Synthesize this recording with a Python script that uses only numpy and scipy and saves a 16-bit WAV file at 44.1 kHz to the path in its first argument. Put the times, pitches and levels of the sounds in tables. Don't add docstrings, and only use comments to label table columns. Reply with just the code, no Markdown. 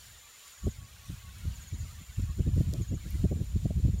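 import sys
import numpy as np
from scipy import signal
from scipy.fft import rfft, irfft, next_fast_len
from scipy.io import wavfile
from scipy.ndimage import uniform_filter1d, map_coordinates

SR = 44100
rng = np.random.default_rng(int(sys.argv[2]) if len(sys.argv) > 2 else 0)


def store_wav(level_fs):
    pcm = np.round(np.clip(np.atleast_2d(level_fs), -1, 1) * 32767)
    wavfile.write(sys.argv[1], SR, pcm.T.astype(np.int16))


N = 176400

# (frequency [Hz], relative density [dB])
FAR_WIND_EQ = [(25, -6), (100, -2.5), (300, -10), (500, -5), (800, -4.5), (1200, -9.5), (2500, -25)]
# (time [s], level [dB])
CHATTER_FADER = [(0, -63.5), (.8, -64.5), (1.3, -62.5), (2.1, -63), (2.6, -66.5), (3.15, -63), (3.5, -71),
                 (4, -70)]
# (mid-note time [s], level [dB], pitch [Hz], half-length [s])
HOOT_CUES = [(.26, -64, 1160, .035), (.45, -67, 1142, .04), (.64, -67, 1125, .045), (.83, -68, 1118, .045),
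             (1.05, -68, 1112, .045), (1.27, -66, 1105, .055), (1.475, -67, 1230, .02),
             (1.625, -66, 1225, .02), (1.9, -66, 1230, .02), (1.99, -66, 1170, .02), (2.3, -67, 1105, .035)]
# (time [s], level [dB])
TRILL_FADER = [(0, -60), (.6, -59.5), (.8, -63), (.95, -66.5), (1.25, -65), (1.55, -62), (2.15, -59),
               (2.5, -62), (2.8, -63), (3.3, -61.5), (4, -64)]
# (frequency [Hz], relative density [dB])
TRILL_EQ = [(6000, -72), (6550, -19), (6850, -8), (7060, -1), (7200, 1), (7300, -8), (7420, -41)]
# (rate [Hz], depth [fraction])
TRILL_TREMOLO = [(17.4, 0.11), (87, 0.076)]
# (mid-chirp time [s], level [dB])
CHIRP_CUES = [(.527, -59), (.586, -57), (.647, -57), (.711, -54.5), (1.565, -57.5), (1.621, -55.5),
              (1.682, -55), (1.744, -56.5), (1.808, -55), (2.828, -54.5), (2.89, -55.5), (2.951, -55),
              (3.941, -60.5), (3.996, -56)]
# (time [s], level [dB])
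GRASS_FADER = [(0, -56.5), (.4, -58.5), (.85, -60), (1.25, -58), (1.65, -59), (2.05, -58.5), (2.45, -61.5),
               (2.7, -58), (2.95, -60), (3.1, -57.5), (3.25, -61), (3.6, -60.5), (4, -62)]
# (frequency [Hz], relative density [dB])
HISS_EQ = [(600, -34), (850, -9.5), (1050, -2), (1350, -5.5), (2050, -4), (2500, -4), (3150, -1.5),
           (4400, -2), (4900, -5.5), (5400, -3), (6400, -4), (7500, -9), (9100, -6), (9900, -7),
           (10400, -11.5), (11500, -7), (13000, -10), (15600, -11.5)]
# (frequency [Hz], gain [dB])
FIZZ_EQ = [(2500, -40), (4000, -4), (5000, -12), (6000, 1.5), (7700, 8), (9000, 4.5), (10400, -3),
           (11800, -2), (13500, 5), (15500, -7)]
# (time [s], peak level [dB], centre [Hz], half-width [octaves])
TICK_CUES = [(1.3848, -41, 8800, .2), (2.7369, -24.5, 7000, 1.05), (3.1062, -35, 12600, .2)]
# (time [s], level [dB])
GUST_FADER = [(0, -58), (.11, -54), (.21, -63.5), (.32, -76.5), (.58, -72), (.65, -37.5), (.8, -54),
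              (.9, -54), (1.14, -51.5), (1.33, -50), (1.5, -36.5), (1.63, -51.5), (1.78, -37.5),
              (1.98, -49.5), (2.15, -57), (2.35, -39.5), (2.55, -32.5), (2.87, -43.5), (3.02, -42),
              (3.2, -33.5), (3.5, -35.5), (3.7, -35.5), (3.87, -37), (4, -33)]
# (frequency [Hz], relative density [dB])
RUMBLE_EQ = [(20, -41), (35, -5.5), (55, 3.5), (90, 1.5), (140, -10.5), (220, -19), (350, -37), (600, -41),
             (1000, -53), (2000, -120)]
# (time [s], level [dB], half-length [s], 40 dB roll-off point [Hz])
EDDY_CUES = [(0.644, -35.5, 0.0065, 552), (.674, -20.5, 0.0063, 875), (0.789, -38, 0.0046, 187),
             (1.104, -34.5, .01, 538), (1.134, -37, 0.011, 247), (1.25, -44, .01, 216),
             (1.455, -32.5, 0.0057, 520), (1.483, -29, 0.006, 214), (1.736, -36, 0.012, 454),
             (1.825, -36, 0.03, 231), (2.009, -42.5, 0.011, 400), (2.112, -40, 0.0082, 174),
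             (2.195, -24, 0.0086, 448), (2.238, -25, 0.0079, 260), (2.303, -32.5, .014, 255),
             (2.401, -25, 0.013, 633), (2.478, -26.5, 0.014, 696), (2.535, -31, 0.03, 241),
             (2.576, -21.5, 0.011, 608), (2.609, -20, 0.0057, 618), (2.683, -27.5, .012, 417),
             (2.746, -35.5, 0.02, 1102), (2.808, -28, .017, 475), (2.932, -27, 0.021, 654),
             (3.066, -39, 0.018, 654), (3.152, -32, 0.024, 399), (3.248, -20, 0.0093, 771),
             (3.322, -26.5, 0.0095, 1106), (3.369, -30.5, 0.011, 543), (3.41, -30.5, 0.024, 590),
             (3.562, -21.5, 0.0073, 420), (3.647, -31.5, 0.01, 330), (3.66, -23.5, 0.0059, 950),
             (3.709, -27.5, 0.0035, 1200), (3.777, -25.5, 0.011, 378), (3.801, -34, 0.011, 617),
             (3.855, -20.5, 0.0085, 464), (3.888, -25.5, 0.015, 565), (3.941, -27.5, 0.0088, 422)]
# (centre [Hz], gain [dB])
THUMP_BANDS = [(55, -8), (90, -1), (150, -1), (260, -2), (430, -2), (620, 0.5)]


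def amp(db):
    return 10 ** (np.asarray(db) / 20)


def unit(x):
    return x / np.sqrt(np.mean(x ** 2) + 1e-20)


def eq_gain(eq, hz):
    points_hz, db = np.transpose(eq)
    return amp(np.interp(np.log(hz + 1), np.log(points_hz + 1), db))


def clock():
    return np.arange(N) / SR


def ride(fader):
    return np.interp(clock(), *np.transpose(fader))


def wobble(rate):
    return map_coordinates(rng.standard_normal(int(N * rate / SR) + 4), [clock() * rate])


def filtered(x, response):
    size = next_fast_len(len(x) + 8192)
    return irfft(rfft(x, size) * response(np.fft.rfftfreq(size, 1 / SR)), size)[:len(x)]


def noise(eq):
    return unit(filtered(rng.standard_normal(N), lambda hz: eq_gain(eq, hz)))


def patchy(x, depth_db):
    spectra = signal.stft(x, nperseg=512)[2]
    patches = uniform_filter1d(rng.standard_normal(spectra.shape), size=6, axis=0)
    patches = uniform_filter1d(patches, size=7, axis=1)
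    return signal.istft(spectra * amp(depth_db * unit(patches)), nperseg=512)[1][:N]


def whistle(time, db, pitch_hz, half_s, fall_hz_per_s, blur):
    out, offset = np.zeros(N), clock() - time
    near = np.abs(offset) < 3 * half_s
    t = offset[near]
    swell = np.exp(-np.abs(t / half_s) ** 3)
    tone = np.exp(2j * np.pi * (pitch_hz * t - fall_hz_per_s * t * t / 2))
    out[near] = amp(db) * np.sqrt(2) * swell * np.real(blur[near] * tone)
    return out


def far_wind(level_db=-68.5):
    return amp(level_db) * noise(FAR_WIND_EQ)


def far_chatter(calls_per_s=170, centre_hz=2189, spread_octaves=.55, half_s=.0093, glide_hz_per_s=2200):
    out, t = np.zeros(N + SR), np.arange(-SR // 20, SR // 20) / SR
    count = int(calls_per_s * N / SR)
    for k, (jitter, pitch, strength, glide, span) in enumerate(rng.standard_normal((count, 5))):
        start = int((k + 2 * jitter) / count * N) % N
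        hz = np.clip(centre_hz * 2 ** (spread_octaves * pitch), 950, 6000)
        swell = np.exp(-(t / (half_s * np.exp(.3 * span))) ** 2)
        tone = np.sin(2 * np.pi * (hz + glide_hz_per_s * glide * t / 2) * t)
        out[start:][:len(t)] += amp(.5 * np.tanh(strength)) * swell * tone
    return amp(ride(CHATTER_FADER)) * unit(out[len(t) // 2:][:N])


def far_hoots(fall_hz_per_s=270, roughness=.3):
    blur = 1 + roughness * (wobble(50.96) + 1j * wobble(49.9))
    return sum(whistle(time, db, hz, half_s, fall_hz_per_s, blur) for time, db, hz, half_s in HOOT_CUES)


def insects():
    tremolos = [1 + depth * np.sin(2 * np.pi * rate * clock() + wobble(2.08))
                for rate, depth in TRILL_TREMOLO]
    return amp(ride(TRILL_FADER)) * unit(noise(TRILL_EQ) * np.prod(tremolos, axis=0))


def small_bird(pitch_hz=6780, half_s=.014, fall_hz_per_s=25000, roughness=.33):
    blur = 1 + roughness * (wobble(300) + 1j * wobble(340))
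    return sum(whistle(time, db, pitch_hz, half_s, fall_hz_per_s, blur) for time, db in CHIRP_CUES)


def grass(hiss_trim_db=2, low_cut_hz=850, fizz_trim_db=-9, grains_per_s=1800):
    level_db = ride(GRASS_FADER) + 1.04 * wobble(12)
    hiss = patchy(noise(HISS_EQ), depth_db=1.2)
    hiss = unit(filtered(hiss, lambda hz: 1 / (1 + (low_cut_hz / (hz + 1)) ** 6)))
    grains = (rng.random(N) < grains_per_s / SR) * rng.standard_normal(N)
    grains *= amp(5 * np.minimum(rng.exponential(size=N), 4))
    fizz = unit(filtered(patchy(grains, depth_db=4.5), lambda hz: eq_gain(FIZZ_EQ, hz)))
    fizz *= amp(1.7 * wobble(18))
    return amp(level_db + hiss_trim_db) * hiss + amp(level_db + fizz_trim_db) * fizz


def stalk_ticks(snap_db=15, decay_s=.0006, tail_db=-24, tail_s=.005):
    out, t = np.zeros(N + SR), np.arange(SR // 20) / SR
    envelope = np.exp(-t / decay_s) + amp(tail_db) * np.exp(-t / tail_s)
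    for time, db, centre_hz, octaves in TICK_CUES:
        burst = rng.standard_normal(len(t)) * envelope
        burst[0] += amp(snap_db)
        burst = np.roll(burst, 20)
        tick = filtered(burst, lambda hz: 1 / (1 + (np.log2((hz + 1) / centre_hz) / octaves) ** 4))
        out[round(time * SR):][:len(t)] += amp(db) * tick / np.abs(tick).max()
    return out[:N]


def gust_rumble(flutter_db=3.2, flutter_per_s=32):
    flow = noise(RUMBLE_EQ)
    power = uniform_filter1d(uniform_filter1d(flow ** 2, size=3000), size=3000)
    levelled = flow / np.sqrt(np.abs(power) + 1e-6)
    return levelled * amp(ride(GUST_FADER) + flutter_db * wobble(flutter_per_s))


def eddy_thumps(band_octaves=.52, high_cut_hz=780):
    out, t = np.zeros(N + SR), np.arange(-SR // 8, SR // 8) / SR
    centres, band_db = np.transpose(THUMP_BANDS)
    for time, db, half_s, reach_hz in EDDY_CUES:
        gains = amp(band_db - 40 * (centres / reach_hz) ** 1.25)
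        for centre, gain in zip(centres, gains / np.linalg.norm(gains)):
            band_s = half_s * (162 / centre) ** .36
            swell = 1 / np.cosh(np.clip(t / band_s, -20, 20)) ** 2
            burst = swell * rng.standard_normal(len(t))
            puff = filtered(burst, lambda hz: np.exp(-(np.log2((hz + 1) / centre) / band_octaves) ** 2))
            puff *= np.sqrt(2 * half_s * SR / np.sum(puff ** 2))
            out[round(time * SR):][:len(t)] += amp(db) * gain * puff
    return filtered(out[len(t) // 2:][:N], lambda hz: 1 / (1 + (hz / high_cut_hz) ** 16))


def scene():
    background = far_wind() + far_chatter() + far_hoots() + insects() + small_bird()
    foreground = grass() + stalk_ticks() + gust_rumble() + eddy_thumps()
    return (background + foreground)[None]


def record(dry):
    return np.array([filtered(channel, lambda hz: hz < 15800) for channel in dry])


dry = scene()
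out = record(dry)
store_wav(out)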